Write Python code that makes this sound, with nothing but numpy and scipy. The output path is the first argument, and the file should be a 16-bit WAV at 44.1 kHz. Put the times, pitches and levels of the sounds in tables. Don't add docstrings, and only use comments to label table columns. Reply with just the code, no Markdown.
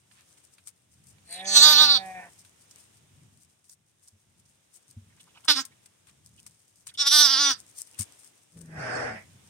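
import sys
import numpy as np
from scipy import signal
from scipy.fft import rfft, irfft, next_fast_len
from scipy.io import wavfile
from scipy.ndimage import uniform_filter1d, map_coordinates

SR = 44100
rng = np.random.default_rng(int(sys.argv[2]) if len(sys.argv) > 2 else 0)


def log_audio(samples):
    frames = np.atleast_2d(samples).T
    limited = np.clip(frames, -1, 1)
    pcm = np.round(limited * 32767).astype(np.int16)
    wavfile.write(sys.argv[1], SR, pcm)


def to_linear_factor(level_db):
    exponent = np.asarray(level_db, float) / 20
    return 10 ** exponent


N = 418509


def unit(x):
    return x / np.sqrt(np.mean(x ** 2) + 1e-20)


def along(points, hz):
    f, v = np.transpose(points)
    return np.interp(np.log(hz + 1), np.log(f + 1), v)


def level(rows):
    return np.interp(np.arange(N) / SR, *np.transpose(rows))


def bump(s, centre, width):
    return np.exp(-((s - centre) / width) ** 2)


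def wobble(rate, count):
    knots = rng.standard_normal(int(count * rate / SR) + 4)
    return map_coordinates(knots, [np.arange(count) * rate / SR])


def filtered(x, response):
    m = next_fast_len(N + SR // 2)
    return irfft(rfft(x, m) * response(np.fft.rfftfreq(m, 1 / SR)), m)[..., :N]


def hiss(spectrum, alike=0):
    own, shared = rng.standard_normal((2, N)), rng.standard_normal(N)
    mixed = np.sqrt(1 - alike) * own + np.sqrt(alike) * shared
    return unit(filtered(mixed, lambda hz: to_linear_factor(along(spectrum, hz))))


def voice(s, pitch, db, throat, rough, trim=None, jitter=.002, order=1, clear_hz=1):
    step = 64
    start, n = round(s[0] * SR), round((s[-1] - s[0]) * SR)
    t = np.arange(0, n + step, step)

    def at(curve):
        return np.interp((start + t) / SR, s, curve * np.ones(len(s)))

    f0 = np.interp((start + t) / SR, *np.transpose(pitch))
    k = np.arange(1, int(16000 / f0.min()))[:, None]
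    f = k * f0
    tract = 0
    for j, (centre, width, db_peak) in enumerate(throat):
        damping = 1j * f * width
        tract = tract + (-1) ** j * to_linear_factor(db_peak) * damping / (at(centre) ** 2 - f * f + damping)
    tract = tract ** order
    tract = tract / np.sqrt(np.sum(abs(tract) ** 2, 0) / 2)
    if trim:
        tract = tract * to_linear_factor(trim(f, at))
    shape = irfft(np.log(abs(np.vstack([tract[:1], tract])) + 1e-5), axis=0)
    shape[len(k) + 1:] = 0
    tract = abs(tract) * np.exp(2j * rfft(shape, axis=0).imag[1:])
    share = np.clip(at(rough), 0, 1) / (1 + (clear_hz / f) ** 2)
    smear = rng.standard_normal(f.shape) + 1j * rng.standard_normal(f.shape)
    patches = uniform_filter1d(rng.standard_normal(f.shape), size=40, axis=1)
    patches = uniform_filter1d(patches, size=3, axis=0)
    patch_db = 2 / (1 + (1800 / f) ** 4) + 3.5 / (1 + (7500 / f) ** 4)
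    tract = tract * to_linear_factor(unit(patches) * patch_db)
    size = to_linear_factor(at(db)) * tract * (np.sqrt(1 - share) + np.sqrt(share) * smear)
    i = np.arange(n)
    turns = np.cumsum(np.interp(i, t, f0) * (1 + jitter * wobble(90, n))) / SR
    part = (i % step) / step
    after = np.minimum(i // step + 1, len(t) - 1)
    size = size[:, i // step] * (1 - part) + size[:, after] * part
    out = np.zeros(N)
    overtones = np.real(size * np.exp(2j * np.pi * k * turns))
    out[start:start + n] = overtones.sum(0) * signal.windows.tukey(n, min(1, 400 / n))
    return out


# start_s, level_db
STIR = [(0, -71.5), (.372, -63), (.86, -75), (1.24, -74.5), (2.1, -63), (2.54, -65.5), (2.8, -62.5),
        (3.0, -71.5), (3.57, -72), (3.79, -78.5), (4.1, -73), (5.4, -71), (5.85, -74), (6.636, -64),
        (6.92, -73.5), (7.78, -59), (8.2, -67), (8.65, -70)]


def stirring():
    return level(STIR)


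# start_s, level_db
RUMBLE = [(0, -71.5), (.9, -72.5), (1.42, -60.5), (2.13, -61), (2.4, -70), (3.24, -67), (3.65, -74.5),
          (4.25, -74), (5.6, -64.5), (6.6, -77), (7.3, -66), (7.85, -72.5), (8.07, -62), (8.45, -71),
          (9.35, -63)]
# freq_hz, density_db (per Hz)
RUMBLE_COLOUR = [(15, -44.5), (25, -19.5), (48, -10.5), (70, -3.5), (92, 2), (188, -3.5), (400, -19.5),
                 (520, -52.5), (880, -120)]
# freq_hz, density_db (per Hz)
AIR_COLOUR = [(88, -17), (150, -11.5), (309, -1.5), (1210, -10), (3620, -17), (4490, -25), (8730, -7),
              (16000, -18.5)]


def barn():
    lumps, rumble_db, stir_db = to_linear_factor(4.5 * wobble(3.9, N)), level(RUMBLE), stirring()
    air_db = -72.5 + 0.44 * (stir_db - stir_db.mean()) + 0.82 * (rumble_db - rumble_db.mean())
    rumble = to_linear_factor(rumble_db) * unit(lumps * hiss(RUMBLE_COLOUR, 0.87))
    air = to_linear_factor(air_db + 7.0 + 0.68 * wobble(6.2, N)) * hiss(AIR_COLOUR, 0.059)
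    return rumble + air


# peak_s, peak_db, dull_db, pan_db (twice the level difference between the ports)
SNAPS = [(0.1135, -52, -2.5, -5), (0.5837, -54.5, 3, 11), (0.673, -37.5, -16.5, 8),
         (1.039, -45.5, -30, 6.5), (1.1834, -54, -5.5, -5), (2.2936, -47, -26.5, 9),
         (2.4499, -38.5, -15.5, 4), (2.7112, -38.5, -28, -19), (2.971, -48, -29.5, 0),
         (3.374, -49, -31, -1), (3.448, -46.5, -31, 6), (3.644, -45, -24, 3), (3.6959, -29.5, -47.5, -16),
         (4.076, -44.5, -29.5, -5.5), (4.4552, -41, -37, -14), (5.202, -51, -19.5, 4),
         (5.448, -39, -28, 21), (5.6522, -30, -23, 8.5), (5.86, -40.5, -14.5, 4.5), (6.071, -45, -13, 12),
         (6.465, -31, -21, 1.5), (6.863, -43, -36, 11.5), (6.87, -28, -16.5, 6), (6.9406, -34.5, -42, 11),
         (7.787, -37, -33, 8.5), (7.874, -39.5, -29, 10.5), (7.9913, -18, -38, 14), (8.5725, -46, -11.5, 7),
         (8.589, -48, -30, 9), (8.6106, -35, -26.5, 15.5), (8.657, -48.5, -30.5, -2)]
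# centre_s, peak_db, dull_db, half_width_s
SWEEPS = [(0.193, -64, -3.5, 0.043), (0.381, -53.5, -13, 0.0061), (.445, -56, -23, 0.011),
          (0.684, -51, -22, 0.021), (1.095, -58, -33, 0.026), (2.061, -50, -13.5, 0.012),
          (2.775, -56, -14, 0.032), (3.43, -57.5, -32.5, 0.02), (3.715, -51.5, -39, 0.026),
          (4.04, -63.5, -30, 0.024), (4.764, -50.5, -27.5, 0.02), (5.212, -61, -13, 0.01),
          (6.092, -57.5, -8.5, .015), (6.896, -53.5, -10.5, 0.013), (7.805, -41, -27, 0.023),
          (7.891, -47.5, -28, 0.02), (8.009, -35.5, -18.5, 0.024), (8.2, -50, -37, 0.021),
          (8.25, -47, -26, 0.033)]
# freq_hz, density_db (per Hz)
STRAW_COLOUR = [(880, -12.5), (1500, -12), (1920, -13.5), (2410, -18.5), (3310, -15), (7540, 8.5),
                (8570, 16.5), (11000, 9), (16000, 0.5)]


def straw():
    ticks = (rng.random(N) < 45 / SR) * rng.exponential(size=N)
    ticks = signal.fftconvolve(ticks, np.hanning(90), "same")
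    stir_db = stirring()
    clumps = unit(to_linear_factor(4.6 * wobble(30, N) + 2.5 * wobble(440, N)) * (1 + 1.4 * ticks))
    bright, dull = to_linear_factor(3 + stir_db) * np.ones((2, 1)), np.zeros((2, N))
    u = np.arange(SR // 4) / SR

    for s, db, dull_db, pan_db in SNAPS:
        start = round((s - .0025) * SR)
        t60_s = 0.052 * to_linear_factor(.1 * (stir_db[start] - stir_db.mean()))
        decay = to_linear_factor(-60 * u / np.clip(t60_s, .02, .3)) * (1 - np.exp(-u / 0.0033))
        crack = 0.6 * np.exp(-abs(u - .003) / 0.00078)
        shape = to_linear_factor(db - 4.5) * (decay + crack) * to_linear_factor([[pan_db / 4], [-pan_db / 4]])
        shape = shape[:, :N - start]
        bright[:, start:start + len(u)] += shape
        dull[:, start:start + len(u)] += shape * to_linear_factor(dull_db)

    for s, db, dull_db, width in SWEEPS:
        start = round(s * SR) - len(u) // 2
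        shape = to_linear_factor(db) * bump(u, u.mean(), width) * to_linear_factor([[7 / 4], [-7 / 4]])
        bright[:, start:start + len(u)] += shape
        dull[:, start:start + len(u)] += shape * to_linear_factor(dull_db)

    dull_colour = [(500, -38.0), (1000, 0.5), (2500, -1.0), (4500, -9), (7000, -43.0)]
    return clumps * bright * hiss(STRAW_COLOUR) + dull * hiss(dull_colour, 0.084)


# start_s, peak_db, pitch_hz, t60_s
THUMPS = [
    (4.125, -58, 94.2, 0.2),
    (4.886, -58, 123.3, 0.11),
    (4.966, -34.5, 98.2, 0.091),
    (5.017, -46.5, 90, 0.074),
    (5.07, -51, 95, 0.061),
    (7.996, -25, 96.5, 0.066),
]


def thumps():
    out, t = np.zeros(N + SR), np.arange(SR // 4) / SR
    for s, db, hz, t60 in THUMPS:
        push = to_linear_factor(db + 6.5 - 60 * t / t60) * (1 - np.exp(-t / 0.0125))
        tone = np.sin(2 * np.pi * hz * t) + 0.37 * np.sin(4.6 * np.pi * hz * t)
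        out[round(s * SR):][:len(t)] += push * tone
    return out[:N]


# start_s, pitch_hz, hum_db, mouth_db (opening)
FAR = [
    (8.52, 154.3, -75, -3),
    (8.563, 173.6, -49, -30),
    (8.664, 164.5, -52, -15.5),
    (8.785, 152.6, -42, 2),
    (8.838, 125, -44.5, 8.5),
    (8.95, 125, -48, 15.5),
    (9.067, 121.2, -45.5, 10),
    (9.165, 106.7, -48.5, -1),
    (9.225, 110.6, -74, 3),
]
# centre_hz, width_hz, peak_db
FAR_HUM = [(125, 65, 0), (223, 80, 1.5)]
# centre_hz, width_hz, peak_db
FAR_RASP = [(603, 138, 1.5), (1100, 350, -5.5), (2280, 660, -17), (4920, 950, -18.5), (9100, 700, -14.5)]


def far_sheep():
    s, hz, hum_db, open_db = np.transpose(FAR)
    mouth_hz = 1510 - 6.5 * open_db + 510 * (s > 9.08)
    pitch = np.transpose([s, hz])
    throat = FAR_RASP[:2] + [(mouth_hz, 600, -1.5)] + FAR_RASP[2:]
    rasp = voice(s, pitch, hum_db + open_db, throat, .5, jitter=.05, order=2)
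    hum = voice(s, pitch, hum_db, FAR_HUM, 0.28, jitter=0.045, order=2)
    return hum, rasp


# start_s, pitch_hz, level_db, mouth_db (opening)
EWE = [
    (1.22, 166.4, -113, -3),
    (1.301, 168.2, -57.5, 10),
    (1.37, 183.5, -48, 3),
    (1.47, 195.3, -41, 2),
    (1.599, 199.5, -38, 2),
    (1.802, 196.5, -40.5, 0.5),
    (2.028, 190.9, -40, 2),
    (2.2, 181.9, -42.5, 7),
    (2.295, 171.3, -58.5, 1),
]
# centre_hz, width_hz, peak_db
EWE_THROAT = [(188, 200, -5), (1790, 240, -4), (2400, 300, -8.5)]
# centre_s, half_width_s, loss_db
EWE_CATCHES = [
    (2.137, 0.012, 10),
    (2.215, 0.0094, 6),
]


def ewe():
    knots, *arc = np.transpose(EWE)
    s = np.linspace(knots[0], knots[-1], num=200)
    hz, db, open_db = (np.interp(s, knots, c) for c in arc)
    db = db - sum(loss * bump(s, at_s, width) for at_s, width, loss in EWE_CATCHES)
    breathy = .5 * np.exp(-(s - s[0]) / .09)
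    creak = .9 / (1 + np.exp(-(s - 2.22) / .012))

    def trim(f, at):
        return at(open_db) * (f > 1200) - 8 * (f > 900) * (f < 1600)

    main_ring = (np.linspace(694, 770, len(s)), 150, 3.5)
    throat = EWE_THROAT[:1] + [main_ring] + EWE_THROAT[1:]
    return voice(s, np.transpose([s, hz]), db, throat, .03 + breathy + creak, trim, order=2, clear_hz=700)


# attack_s, peak_db, pitch_hz
LICKS = [(5.1, -62, 1994), (5.125, -65, 1897), (5.168, -60, 1290), (5.172, -63, 2045), (5.198, -53.5, 3144),
         (5.273, -54, 1100), (5.293, -58.5, 2950), (5.345, -56.5, 2900), (5.355, -51.5, 1070),
         (5.37, -50.5, 2700), (5.371, -52, 1100), (5.392, -58.5, 1100), (5.442, -54.5, 3130),
         (5.444, -47.5, 1202), (5.719, -58, 2038), (6.381, -54.5, 2907), (6.887, -44.5, 3500),
         (6.91, -54.5, 1752), (6.945, -49, 3272), (7.94, -51.5, 2744)]


def licks():
    out, t = np.zeros(N + SR), np.arange(SR // 4) / SR
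    swell = np.sqrt(abs(np.sin(np.pi * np.clip(t / 0.024, 0, 1))))
    for s, db, hz in LICKS:
        breath = uniform_filter1d(rng.standard_normal(len(t)), size=60)
        clicks = to_linear_factor(2.7 * wobble(150, len(t)) - 5.5)
        puff = np.sin(2 * np.pi * hz * t) * breath * clicks
        out[round((s - .004) * SR):][:len(t)] += to_linear_factor(db + 15.5) * puff * swell
    return out[:N]


# start_s, mouth_db, nose_db
GASP = [
    (1.242, -80, -74.5),
    (1.329, -44, -40.5),
    (1.411, -42.5, -58.5),
    (1.438, -67, -64.5),
    (1.461, -34, -60.5),
]
GASP_RING = [4430, 4300, 3700, 3346, 3500]


def indrawn_breath():
    s, mouth_db, nose_db = np.transpose(GASP)
    rings = [(2000, 940, -4), (np.array(GASP_RING), 500, 0), (5000, 700, -12)]
    mouth = voice(s, [(0, 260)], mouth_db, rings, .18, jitter=.008, order=2)
    nose = voice(s, [(0, 59)], nose_db + 9.0, [(9085, 1640, 0)], 0.36, order=2)
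    return mouth + nose


# start_s, pitch_hz, effort_db, jaw_db (opening)
BLEATS = [
    [(1.44, 303.4, -64, -8.5), (1.478, 298, -33.5, -9), (1.542, 294.3, -23.5, -9),
     (1.568, 295.9, -12.5, -4), (1.65, 304.2, -15, 3), (1.82, 305.3, -13.5, 4), (1.885, 290.2, -17, 1.5),
     (1.972, 271, -21, -0.5), (1.995, 270.5, -43.5, -5)],
    [(5.474, 327, -54, 0), (5.484, 319, -10.5, -0.5), (5.515, 287.7, -15, 1.5), (5.548, 302, -32, -11),
     (5.565, 261.1, -24.5, -5), (5.594, 270.9, -28, 5), (5.615, 249.3, -35.5, -6.5),
     (5.632, 256.4, -58, -4)],
    [(6.972, 271.2, -37.5, -12.5), (6.996, 289.3, -27, 2.5), (7.078, 287.9, -14.5, -0.5),
     (7.14, 300.6, -15, 0.5), (7.22, 296.7, -13.5, 0.5), (7.30, 271.4, -20.5, 0), (7.405, 289, -18, -2),
     (7.515, 273, -17.5, -1.5), (7.548, 268, -42.5, -12)],
]
# centre_hz, width_hz, peak_db
THROATS = [
    [(794, 980, -11), (1284, 340, 1), (2700, 320, -12.5), (3680, 320, 2), (8200, 310, -1.5),
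     (10040, 1400, -17)],
    [(795, 1200, -17.5), (1386, 750, 1), (3030, 220, -0.5), (3580, 300, 1), (7973, 1000, -8.5)],
    [(884, 3300, -23.5), (1357, 390, 1), (2900, 250, -8), (3570, 200, 6), (8440, 440, -4.5),
     (10500, 5700, -10.5)],
]
# centre_s, half_width_s, loss_db, dip_hz, choke_db (further chest loss)
CATCHES = [(1.602, 0.022, 6, 11.5, 4.5), (1.688, .015, 1, 4, 0.5), (1.757, .03, 3, 12, 3),
           (1.878, 0.014, 3.5, 2.5, -1), (1.935, 0.01, 2.5, -3.5, -1.5), (5.525, .01, 1.5, 2.5, 6),
           (7.006, 0.02, -4.5, -2, 8), (7.048, .018, 14.5, 11.5, -8), (7.099, .017, 11, 27, 12.5),
           (7.183, .014, 1, 3, 0), (7.237, .012, 4, 3, -1), (7.282, 0.015, 3, 12.5, -2),
           (7.365, 0.026, 2.5, 20, -2)]
HOARSE = [.02, .22, .03]
# chest_db, upper_ring_db, edge_db, nasal_hum_db, mouth_ring_hz
FIRST_COLOUR = [(-7.5, 9.5, -11, -33, 4490), (-14.5, -23, -24, -30.5, 5100), (-15.5, -13, -12, -38, 5450)]
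LAST_COLOUR = [(-15.5, -42, -28, -30.5, 4520), (-4.5, -15, -4.5, -7.5, 5200), (-8.5, 9, -26.5, -25.5, 4700)]
# start_hz, end_hz
UPPER_RING = [(6230, 5800), (5940, 6000), (5860, 5850)]
# start_db, end_db
THROAT_DRIFT = [(5, -3), (1, -5), (-1.5, -4)]
# start_db, end_db
MOUTH_DRIFT = [(-1, 8), (2.5, -3), (4.5, -0.5)]
VALLEY = [-5.5, -6.5, -4]
# centre_s, half_width_s, gain_db, otherwise_db
SHINE = [(1.72, 0.25, 2, -5), (5.511, 0.051, 0, -8.5), (7.16, 0.15, 9.5, -7)]


def above(f, hz):
    return 1 / (1 + (hz / f) ** 8)


def bleat(i):
    knots, *arc = np.transpose(BLEATS[i])
    s = np.linspace(knots[0], knots[-1], num=200)
    hz, db, jaw_db = (np.interp(s, knots, c) for c in arc)
    catches = (np.outer(depth, bump(s, at_s, width)) for at_s, width, *depth in CATCHES)
    loss_db, dip_hz, choke_db = sum(catches)
    centre_s, width_s, gain_db, rest_db = SHINE[i]
    shine_db = rest_db + (gain_db - rest_db) * bump(s, centre_s, width_s) ** 2
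    broken = 1 / (1 + np.exp(-(s - s[-1] + .039) / .006)) * (s[-1] - s[0] > .3)
    hz = hz - dip_hz - 24 * broken
    colours = np.linspace(FIRST_COLOUR[i], LAST_COLOUR[i], len(s)).T
    chest_db, ring_db, edge_db, hum_db, mouth_hz = colours
    chest_db = chest_db + jaw_db - choke_db
    ring_db = ring_db - 0.81 * jaw_db
    mouth_db = 0.79 * jaw_db + np.linspace(*MOUTH_DRIFT[i], len(s))
    throat_db = np.linspace(*THROAT_DRIFT[i], len(s))
    db = db - loss_db
    top_hz = np.linspace(10500, 16000, len(s))

    def trim(f, at):
        gain = (at(chest_db) + 11.0) * (1 - above(f, 2200))
        gain = gain + (at(ring_db) + 15.0) * (above(f, 5850) - above(f, 7200))
        gain = gain + (at(edge_db) + 19) * above(f, 6100)
        gain = gain + at(mouth_db) * (above(f, 4000) - above(f, 5700))
        gain = gain + at(throat_db) * (above(f, 3000) - above(f, 4400))
        gain = gain - 40 * (f < 420)
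        gain = gain + VALLEY[i] * (above(f, 1800) - above(f, 2800))
        gain = gain + at(shine_db) * above(f, 8600)
        return gain - 30 * (1 - (1 - above(f, 1.3 * at(top_hz))) ** 3)

    rings = [(mouth_hz, 450, -.3), (np.linspace(*UPPER_RING[i], len(s)), 350, -4)]
    throat = THROATS[i][:4] + rings + THROATS[i][4:] + [(top_hz, 1600, -2.5)]
    rough = HOARSE[i] + .4 * broken + .008 * abs(loss_db)
    pitch = np.transpose([s, hz])
    cry = voice(s, pitch, db, throat, rough, trim, clear_hz=3000)
    nasal_hum = voice(s, pitch, db + hum_db + 4.5, [(270, 22, 0)], 0, order=3)
    return cry + nasal_hum


def lamb():
    return indrawn_breath() + sum(bleat(i) for i in range(len(BLEATS)))


# delay_s, level_db
WALLS = [
    [(.0009, -11.5), (.0021, -5.5), (.0046, -19.5)],
    [(.0012, -20), (.0027, -6.5), (.0058, -20.5)],
]


def nearby(x, lag_s, from_hz=0):
    def echoes(hz, port):
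        returns = sum(to_linear_factor(db) * np.exp(-2j * np.pi * hz * s) for s, db in WALLS[port])
        return returns / (1 + (1500 / (hz + 1)) ** 2)

    def ports(hz):
        late = np.exp(-2j * np.pi * np.maximum(hz - from_hz, 0) * lag_s)
        return np.array([1 + echoes(hz, 0), late * (1 + echoes(hz, 1))])

    return filtered(x, ports)


# freq_hz, t60_s
PEN = [(200, 0.23), (2000, 0.18), (10000, 0.074)]


def pen(x):
    hz, t, z = signal.stft(rng.standard_normal((2, SR // 2)), SR, nperseg=256)
    fade = to_linear_factor(-60 * t / along(PEN, hz)[:, None])
    tail = signal.istft(z * fade, SR, nperseg=256)[1]
    tail = tail / np.linalg.norm(tail[0])
    return signal.fftconvolve(np.pad(x, (200, 0))[None], tail, axes=1)[:, :N]


# centre_s, half_width_s
FACING = (7.25, 0.42)


def scene():
    young, mother, (hum, rasp) = lamb(), ewe(), far_sheep()
    near, facing = to_linear_factor(-6.5) * young, bump(np.arange(N) / SR, *FACING) ** 2
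    close = nearby(facing * near, .00007, 2580) + nearby((1 - facing) * near, .0003, 2580)
    close = close + nearby(mother + licks() + thumps() + to_linear_factor(-6.5) * rasp, .0001)
    sent = to_linear_factor(-19) * young + to_linear_factor(-9) * mother + to_linear_factor(0.5) * rasp
    tails = filtered(pen(sent), lambda hz: hz / (hz + 302))
    return close + tails + hum + straw() + barn()


def roll_off(x):
    return signal.sosfilt(signal.butter(12, 16500, fs=SR, output="sos"), x)


# freq_hz, gain_db
PORTS = [
    [(100, 5), (400, 0), (1300, 1), (2400, 1.5), (5000, 5.5), (6800, 1), (8500, 3), (11000, -3.5),
     (15000, -4.5)],
    [(100, 5), (400, -4.5), (1300, 1), (2400, 7.5), (5000, 13), (6800, 6), (9200, -20), (11000, -13.5),
     (15000, -11)],
]


def record(dry):
    ports = filtered(dry, lambda hz: to_linear_factor([along(port, hz) for port in PORTS]))
    held = ports / (1 + abs(ports / .97) ** 12) ** (1 / 12)
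    band = filtered(held, lambda hz: (hz < 15900) / (1 + (65 / (hz + 1)) ** 3))
    return roll_off(band)


dry = scene()
out = record(dry)
log_audio(out)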